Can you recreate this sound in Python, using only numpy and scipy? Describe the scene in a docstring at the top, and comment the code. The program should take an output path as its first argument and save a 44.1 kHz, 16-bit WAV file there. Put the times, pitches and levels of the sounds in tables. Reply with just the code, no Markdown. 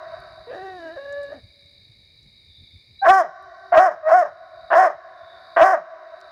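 """Opens on an earlier bark's dying echo in a flooded forest at night, under insect bands, hiss, rumble and ticks.
A hound howls softly from 0.5 to 1.4 s, cracking between plain and period-doubled tone.
From 3 s, after a thin squeak, it barks five times: lead-in, crack, surge, arched hoarse body, short groan.
Vocal-fold harmonics and breath noise pass a mouth filter; decaying noise gives the echo of trunks and water.
Gain control ducks everything under loud barks and recovers steadily."""
import sys
import numpy as np
from scipy import signal
from scipy.fft import rfft, irfft
from scipy.io import wavfile
from scipy.ndimage import uniform_filter1d, minimum_filter1d

SR = 44100
rng = np.random.default_rng(int(sys.argv[2]) if len(sys.argv) > 2 else 0)


def master_out(mix):
    """Clip the mix to full scale and print it as 16-bit PCM to the path in sys.argv[1]."""
    frames = np.transpose(np.atleast_2d(mix))
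    ceiling = np.clip(frames, -1, 1)
    pcm = np.round(ceiling * 32767).astype(np.int16)
    wavfile.write(sys.argv[1], SR, pcm)


N = 278640
TIME_S = np.arange(N) / SR

# Night-air hiss spectrum. Each row: frequency in Hz, relative density in dB per Hz.
AIR_SPECTRUM = [(100, 4), (550, -4.5), (900, -12.5), (1500, -17), (3000, -14), (6000, -17), (8000, -21.5),
                (15000, -28)]
# Low rumble spectrum. Each row: frequency in Hz, relative density in dB per Hz.
RUMBLE_SPECTRUM = [(20, -25), (50, -7), (85, 0.5), (140, -9), (280, -24.5), (600, -36.5), (2000, -73)]
# Rumble dying down. Each row: time in seconds, mean level in dB.
RUMBLE_LEVEL_DB = [(0, -58.5), (1.2, -60), (3, -59), (4.4, -61), (5.2, -66.5), (6.3, -74)]
# Insect choirs. Each row: centre in Hz, width in Hz, mean level in dB, wing-stroke pulsing depth (0-1).
INSECT_BANDS = [(2262, 190, -66, 0.1), (1810, 110, -78.5, 0.24), (3843, 212, -56.5, 0.11),
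                (4605, 436, -61.5, 0.2), (9530, 490, -82, 0.87)]
# Nearer insect. Each row: time in seconds, level in dB.
NEAR_INSECT_DB = [(0, -78), (2.38, -92), (2.5, -55), (2.8, -56.5), (2.92, -80), (5.0, -73), (5.3, -50.5),
                  (5.6, -72)]
# Drops and small ticks. Each row: start in seconds, nominal peak in dB, ring in Hz, decay in seconds.
TICK_EVENTS = [(0.202, -50, 10340, 0.0015), (1.125, -45, 6620, 0.004), (1.231, -52.5, 8170, 0.0063),
               (1.66, -61, 6960, 0.0027), (2.23, -56, 5720, .004), (3.425, -47, 9900, .0015),
               (6.205, -43, 9000, 0.00051), (6.213, -37, 4900, 0.0013)]
# Forest echo filter. Each row: frequency in Hz, gain in dB.
FOREST_FILTER = [(150, -1.5), (380, -6.5), (600, -1.5), (780, -11.5), (1100, -3.5), (2000, -2), (3500, 2),
                 (6000, -5), (12000, -27)]
# Throat and mouth, wide open for a bark. Each row: frequency in Hz, gain in dB.
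OPEN_MOUTH_FILTER = [(180, -51.5), (360, -16), (480, -14.5), (610, 2.5), (760, 3.5), (880, -6.5),
                     (1120, -3), (1330, -13), (1550, -7.5), (1850, -14.5), (2300, -32), (3000, -53),
                     (4200, -51.5), (15000, -101)]
# Throat and mouth, half closed for the howl. Each row: frequency in Hz, gain in dB.
HALF_CLOSED_FILTER = [(150, -25), (340, 0.5), (460, 2.5), (570, 4.5), (760, 3), (900, -10), (1130, -13),
                      (1400, -14.5), (1720, -1.5), (2200, -28), (3000, -25.5), (4500, -71), (12000, -83)]
# Air rushing past the teeth. Each row: frequency in Hz, gain in dB.
RUSH_FILTER = [(1500, -25.5), (2600, -17.5), (3100, -3), (3700, -19.5), (4500, -11.5), (5300, 4),
               (5900, -2), (6800, -4.5), (7900, -15), (8900, -8), (10000, -19), (11300, -13), (15000, -21)]
# Throat turbulence, weak near the main tone, strong above. Each row: frequency in Hz, gain in dB.
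RASP_FILTER = [(400, -5), (750, -6.5), (1050, 0.5), (1900, 3), (2700, 7)]
# Howl. Each row: time in seconds, main-tone pitch in Hz, level in dB before HOWL_GAIN_DB.
HOWL_CURVE = [(0.47, 470, -41), (0.492, 481, -36.5), (0.506, 553.4, -33.5), (0.54, 572.6, -32.5),
              (0.572, 745, -35.5), (0.658, 774.4, -32.5), (0.754, 734, -37), (0.786, 686.3, -37.5),
              (0.862, 652.6, -33.5), (0.902, 637, -35), (0.954, 718, -41.5), (0.976, 553, -30.5),
              (1.192, 572, -30), (1.31, 561.6, -35.5), (1.33, 625, -33), (1.364, 540, -49),
              (1.41, 362.4, -49)]
# Howl register flips. Each row: centre in seconds, half-width in seconds, added hoarseness (0-1).
HOWL_CRACKS = [(0.541, 0.032, 0.82), (0.962, .013, 0.54), (1.34, 0.035, .55)]
# Barks. Each row: start in s, attack in s, lead-in length in s, surge delay after the crack in s,
# body length in s, lead-in pitch in Hz, crack pitch in Hz, top pitch in Hz, lead-in level in dB,
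# surge level in dB, body level in dB before sag, last push in dB, lead-in hoarseness (0-1),
# body hoarseness (0-1), strength of the body's half-pitch lines (0-1).
BARK_EVENTS = [(3.014, 0.015, 0.047, 0.037, 0.16, 774.5, 659.2, 767, -16.5, 9, 12, 1, 0, 0.06, 1.),
               (3.719, 0.008, 0.039, .019, .132, 673.5, 624, 757.4, -0.5, 12, 10.5, -0.5, 0.23, 0.19, 0.66),
               (4.023, 0.051, .082, 0.03, .127, 611.3, 638, 734.4, -3, 2, 6.5, 0, .08, 0.03, 0.37),
               (4.702, 0.031, .046, 0.025, .130, 690.8, 655.3, 752.8, 0.5, 3, 9.5, -1, 0.67, 0.43, 0.76),
               (5.562, 0.0075, 0.038, 0.02, 0.15, 646.2, 623.4, 771.7, -2.5, 13, 9, 6.5, 0.74, 0.32, 0.92)]

TOP_HZ = 15750
HOWL_GAIN_DB, HOWL_HOARSE = -0.9, 0.053  # hoarseness between cracks
PLAIN_DOUBLING, DOUBLED_DOUBLING = 0.1, 1.19  # half-pitch strength in the two registers
LEAD_RISE = 0.1007  # share by which the lead-in pitch strains upward
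# The voice cracks, falters, then climbs to the top pitch.
CRACK_S, RECOVER_S, CRACK_DB, CRACK_HOARSE = 0.01214, 0.034, -5, 0.96
BODY_DELAY_S, BODY_RISE_S = 0.011, 0.013
SURGE_S, SURGE_PURITY = 0.017, 0.65  # the hardest push clears the tone
SAG_DB_PER_S = 77  # the body loses force
PUSH_AHEAD_S, PUSH_S = 0.0055, 0.013  # last push before the jaw shuts
# The folds slacken before the close and the pitch slides down.
SLACK_AHEAD_S, SLACK_KNEE_S, SLACK_FALL_S = 0.021, 0.011, 0.1
# The jaw shuts on a short groan.
CLOSE_S, CLOSE_DB, TAIL_DB_PER_S, TAIL_S = 0.0037, -12, 169.5, 0.1
TAIL_HOARSE, TAIL_DOUBLING = 0.31, 0.9
GAP_DELAY_S, GAP_S, GAP_DB = 0.016, 0.011, -6.5  # dip between body and groan
# The falling groan swells as it passes the mouth's resonance.
GROAN_DELAY_S, GROAN_S, GROAN_DB = 0.026, 0.0078, 8


def amp(db):
    """Decibels to gain."""
    return 10 ** (np.asarray(db) / 20)


def unit(x):
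    """Scale to rms 1."""
    return x / np.sqrt(np.mean(x ** 2))


def power(x, seconds):
    """Mean square, smoothed twice."""
    size = max(int(seconds * SR), 2)
    return np.maximum(uniform_filter1d(uniform_filter1d(x ** 2, size), size), 1e-14)


def bump(t_s, width_s):
    """Bell of height 1 around t = 0."""
    return np.exp(-(t_s / width_s) ** 2)


def step(t_s, width_s):
    """Smooth rise from 0 to 1 around t = 0."""
    return 0.5 + 0.5 * np.tanh(t_s / width_s)


def colour(x, points):
    """Minimum-phase filter through (Hz, dB) points."""
    hz, db = np.transpose(points)
    size = 2048
    bin_hz = np.arange(size // 2 + 1) * SR / size
    log_gain = np.log(amp(np.interp(np.log(bin_hz + 1), np.log(hz), db)))
    # folding the cepstrum makes the filter causal
    cepstrum = irfft(log_gain)
    cepstrum[1:size // 2] *= 2
    cepstrum[size // 2 + 1:] = 0
    impulse = irfft(np.exp(rfft(cepstrum)))
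    return signal.fftconvolve(x, impulse)[:len(x)]


def band(count, hz, width_hz):
    """Bell-band noise, rms 1 before cropping to count; centred on 0 Hz it is a slow random wander."""
    f_hz = np.arange(N // 2 + 1) * SR / N
    spectrum = rfft(rng.standard_normal(N)) * bump(f_hz - hz, width_hz)
    return unit(irfft(spectrum, N))[:count]


def night_air():
    """A wavering low-noise rumble under steady filtered-noise hiss."""
    rumble_db = np.interp(TIME_S, *np.transpose(RUMBLE_LEVEL_DB)) + 4.3 * band(N, 0, 14.0)
    rumble = unit(colour(rng.standard_normal(N), RUMBLE_SPECTRUM)) * amp(rumble_db)
    hiss = unit(colour(rng.standard_normal(N), AIR_SPECTRUM)) * amp(-67.5)
    return rumble + hiss


def insects(stroke_hz):
    """Many far insects blur into noise bands pulsed by wing strokes, one band deeply; a nearer one joins."""
    wandering_hz = stroke_hz * (1 + 0.0044 * band(N, 0, 5.1))
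    stroke = np.cos(2 * np.pi * np.cumsum(wandering_hz) / SR)
    out = amp(np.interp(TIME_S, *np.transpose(NEAR_INSECT_DB))) * band(N, 3680, 200)
    for hz, width_hz, db, depth in INSECT_BANDS:
        choir = unit(band(N, hz, width_hz) * np.exp(depth * stroke))
        out = out + amp(db + 0.85 * band(N, 0, 2.7)) * choir
    return out


def ticks():
    """Each tick is a short burst of bright noise, sudden then decaying."""
    out = 0
    for start_s, peak_db, hz, decay_s in TICK_EVENTS:
        decay = np.exp(-np.abs(TIME_S - start_s) / decay_s) * (TIME_S >= start_s)
        # rms at half the nominal peak
        out = out + amp(peak_db) / 2 * band(N, hz, 2500) * decay
    return out


def forest(x, near_db, near_t60_s, far_db, far_t60_s):
    """Quick scatter from nearby trunks and the long wash of the whole wood, as decaying noise."""
    t_s = TIME_S[:3 * SR]
    near_decay = amp(-60 * t_s / near_t60_s) * (t_s > 0.006)
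    far_decay = amp(-60 * t_s / far_t60_s) * (1 - np.exp(-t_s / 0.028))
    near = unit(rng.standard_normal(len(t_s)) * near_decay)
    far = unit(rng.standard_normal(len(t_s)) * far_decay)
    echo = colour(amp(near_db) * near + amp(far_db) * far, FOREST_FILTER)
    return signal.fftconvolve(x, echo / np.sqrt(len(t_s)))  # rings on past the end


def squeak(start_s, length_s, low_hz, high_hz, db):
    """A thin rising, unsteady sine that leads into the first bark."""
    progress = np.clip((TIME_S - start_s) / length_s, 0, 1)
    hz = low_hz + (high_hz - low_hz) * progress + 40 * band(N, 0, 200)
    return amp(db) * np.sin(np.pi * progress) * np.sin(2 * np.pi * np.cumsum(hz) / SR)


def voice(table, mouth, jitter, shimmer, rattle, rattle_hz, rasp_db, clear_rasp_db,
          bite_db, rush_db, closing_s, chest_db):
    """Uneven vocal-fold cycles and gated turbulence through the mouth, plus rushing air and a chest tone."""
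    s, *columns = np.transpose(table)
    start, count = int(s[0] * SR), int((s[-1] - s[0]) * SR)
    t_s = TIME_S[:count]
    hz, db, hoarse, doubling = (np.interp(TIME_S[start:start + count], s, c) for c in columns)
    hoarse, doubling = np.clip(hoarse, 0, 1), np.abs(doubling)
    doubled = np.minimum(doubling, 1)

    # loose tissue rattles at its own slow rate and puts sidebands on every line
    flap_hz = rattle_hz * (1 + 0.095 * band(count, 0, 33))
    flap = np.cos(2 * np.pi * np.cumsum(flap_hz) / SR)
    hoarse_wobble = hoarse * (jitter * band(count, 0, 260) + 0.0075 * flap)
    hz = hz * (1 + hoarse_wobble + 0.0066 * band(count, 0, 50))
    phase = np.pi * np.cumsum(hz) / SR  # one turn per pair of cycles

    # strong and weak cycles alternate: odd k are the half-pitch lines
    closure = 0.81 + 0.068 * doubled
    folds = 0
    for k in range(1, 13):
        line_gain = doubling if k % 2 else closure ** (k / 2 - 1)
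        folds = folds + line_gain * np.cos(k * phase)
    folds = folds * np.exp(hoarse * (rattle * flap + shimmer * band(count, 0, 380)))
    air = rng.standard_normal(count) * (1 + 0.28 * np.cos(phase)) * np.exp(0.5 * hoarse * flap)
    rasp = (amp(clear_rasp_db) + amp(rasp_db) * hoarse) * colour(air, RASP_FILTER)
    tone = colour(folds + rasp, mouth)
    tone = amp(db) * tone / np.sqrt(power(tone, 0.01))

    # the jaw starts wide for a harsh bite; as it closes, air buzzes past the teeth
    gape = bump(t_s, closing_s)
    bite = band(count, 2420, 1000) * amp(db + bite_db) * hoarse * gape
    buzz = unit(sum(np.cos(k * phase + 2 * np.pi * rng.random()) for k in range(7, 34)))
    loudest_db = db.max()
    effort_db = db - loudest_db
    rush = unit(colour(air * (0.9 + hoarse) + buzz * np.exp(0.55 * hoarse * flap), RUSH_FILTER))
    rush = rush * amp(loudest_db + rush_db + 1.016 * effort_db + 2.2 * band(count, 0, 45))
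    rush = rush * (1.2 - gape) * (0.39 + 0.98 * doubled)

    # the chest tone stands out as the voice sinks away
    chest_level_db = loudest_db + chest_db + 0.35 * effort_db + 3.7 * band(count, 0, 40)
    chest = np.sin(phase) * doubled * amp(chest_level_db)
    fade = np.minimum(t_s / 0.002, 1) * np.minimum(t_s[::-1] / 0.03, 1)
    return np.pad((tone + bite + rush + chest) * fade, (start, N - start - count))


def howling():
    """Howl motion, hoarse around each register flip: rows of (s, Hz, dB, hoarseness, half-pitch strength)."""
    times_s, hz, db = np.transpose(HOWL_CURVE)
    s = np.arange(times_s[0], times_s[-1], 0.001)
    hoarse, doubled = HOWL_HOARSE, 0
    for k, (at_s, width_s, added) in enumerate(HOWL_CRACKS):
        hoarse = hoarse + added * bump(s - at_s, width_s)
        doubled = doubled + (-1) ** k * step(s - at_s, width_s / 2)
    doubling = PLAIN_DOUBLING + (DOUBLED_DOUBLING - PLAIN_DOUBLING) * doubled
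    level_db = np.interp(s, times_s, db) + HOWL_GAIN_DB
    return np.column_stack([s, np.interp(s, times_s, hz), level_db, hoarse, doubling])


def bark(start_s, attack_s, lead_s, surge_delay_s, body_s, lead_hz, crack_hz, top_hz,
         lead_db, surge_db, body_db, push_db, lead_hoarse, body_hoarse, body_doubling):
    """Motion of one bark from lead-in to groan, in the howl's columns."""
    s = np.arange(start_s, start_s + lead_s + body_s + TAIL_S, 0.001)
    since_start = s - start_s
    since_crack = since_start - lead_s
    since_close = since_crack - body_s
    opened, closed = step(since_crack, CRACK_S / 2), step(since_close - CLOSE_S, CLOSE_S)
    surge = bump(since_crack - surge_delay_s, SURGE_S)
    push = bump(since_close + PUSH_AHEAD_S, PUSH_S)

    # pitch strains upward, drops at the crack, climbs to the top and slides away
    strained_hz = lead_hz * (1 + LEAD_RISE * (since_start / lead_s) ** 2)
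    held_hz = np.where(since_crack < 0, strained_hz, top_hz)
    dip = np.exp(-(since_crack / np.where(since_crack < 0, CRACK_S, RECOVER_S)) ** 4)
    slack_s = SLACK_KNEE_S * np.logaddexp(0, (since_close + SLACK_AHEAD_S) / SLACK_KNEE_S)
    hz = (held_hz + (crack_hz - held_hz) * dip) * np.exp(-slack_s / SLACK_FALL_S)

    # the lead-in swells, the surge rides on the sagging body, the jaw cuts it off
    lead = amp(lead_db - 27.6 * np.maximum(1 - since_start / attack_s, 0)) * (1 - opened)
    body = amp(body_db - SAG_DB_PER_S * since_crack) * step(since_crack - BODY_DELAY_S, BODY_RISE_S)
    release_db = CLOSE_DB * closed - TAIL_DB_PER_S * np.maximum(since_close, 0)
    release_db = release_db + GAP_DB * bump(since_close - GAP_DELAY_S, GAP_S)
    accents_db = CRACK_DB * bump(since_crack, CRACK_S) + push_db * push
    accents_db = accents_db + GROAN_DB * bump(since_close - GROAN_DELAY_S, GROAN_S)
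    db = 20 * np.log10(lead + body + amp(surge_db) * surge) + accents_db + release_db

    def blend(first, middle, last):
        """Cross-fade lead-in, body and groan."""
        return first * (1 - opened) + middle * (opened - closed) + last * closed

    # surge and last push clear the tone; a hoarse lead-in already has half-pitch lines
    impure = 1 - SURGE_PURITY * np.maximum(surge, push)
    hoarse = blend(lead_hoarse, body_hoarse, TAIL_HOARSE) + CRACK_HOARSE * bump(since_crack, CRACK_S)
    doubling = blend(0.57 * lead_hoarse, body_doubling, TAIL_DOUBLING)
    doubling = doubling * (1 - 0.51 * np.maximum(dip * opened, push))
    return np.column_stack([s, hz, db, hoarse * impure, doubling])


def hound():
    """Howl, barks and echoes; the late echo also opens the scene as an earlier bark dying away."""
    howl = voice(howling(), HALF_CLOSED_FILTER, jitter=0.14, shimmer=0.64, rattle=0.47, rattle_hz=90,
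                 rasp_db=-21.5, clear_rasp_db=-8.0, bite_db=-9, rush_db=-38.5,
                 closing_s=0.051, chest_db=-8)
    barks = 0
    for row in BARK_EVENTS:
        barks = barks + voice(bark(*row), OPEN_MOUTH_FILTER, jitter=0.07, shimmer=0.79, rattle=0.78,
                              rattle_hz=131.5, rasp_db=17.5, clear_rasp_db=-7.5, bite_db=-25.5,
                              rush_db=-36.5, closing_s=0.061, chest_db=-45.5)
    echoes = forest(howl + barks, near_db=-6, near_t60_s=0.19, far_db=-25.5, far_t60_s=2.09)
    earlier = np.pad(echoes[int(6.0 * SR):], (0, N))[:N]
    return howl + barks + echoes[:N] + amp(-2.0) * earlier


def scene():
    """Air, insects, ticks and dog, in mono."""
    background = night_air() + insects(stroke_hz=58.3) + ticks()
    dog = squeak(start_s=2.982, length_s=0.044, low_hz=3840, high_hz=4050, db=-37.5) + hound()
    return (background + dog)[None]


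def overload(x, ceiling_db):
    """Flattens the loudest peaks, the upper side slightly earlier, which adds a low thump."""
    ceiling = amp(ceiling_db) * np.where(x > 0, 0.95, 1.05)
    return x / (1 + (x / ceiling) ** 8) ** (1 / 8)


def gain_control(x, threshold_db, slope, release_db_per_s, start_cut_db):
    """Turns down at once when the sound is loud and recovers at a steady rate."""
    loudness_db = 10 * np.log10(power(x, 0.004))
    wanted_db = np.clip(slope, 0, 1) * np.maximum(loudness_db - threshold_db, 0)
    recovery_db = release_db_per_s * TIME_S
    held_db = np.maximum(np.maximum.accumulate(wanted_db + recovery_db), start_cut_db)
    return x * amp(recovery_db - held_db)


def limiter(x, ceiling):
    """Looks a few milliseconds ahead and holds the peaks under the ceiling."""
    size = 200  # samples
    gain = minimum_filter1d(ceiling / np.maximum(np.abs(x), ceiling), size)
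    return x * uniform_filter1d(gain, size)


def record(dry):
    """Microphone overload, bass roll-off, gain control, limiter and top cut."""
    x = overload(dry[0], ceiling_db=17.0)
    x = signal.sosfilt(signal.butter(1, 25, "high", fs=SR, output="sos"), x)
    x = gain_control(x, threshold_db=-17, slope=0.59, release_db_per_s=23.5, start_cut_db=3.5)
    x = limiter(x, ceiling=0.72)
    return signal.sosfilt(signal.ellip(10, 0.2, 80, TOP_HZ, fs=SR, output="sos"), x)[None]


dry = scene()
out = record(dry)
master_out(out)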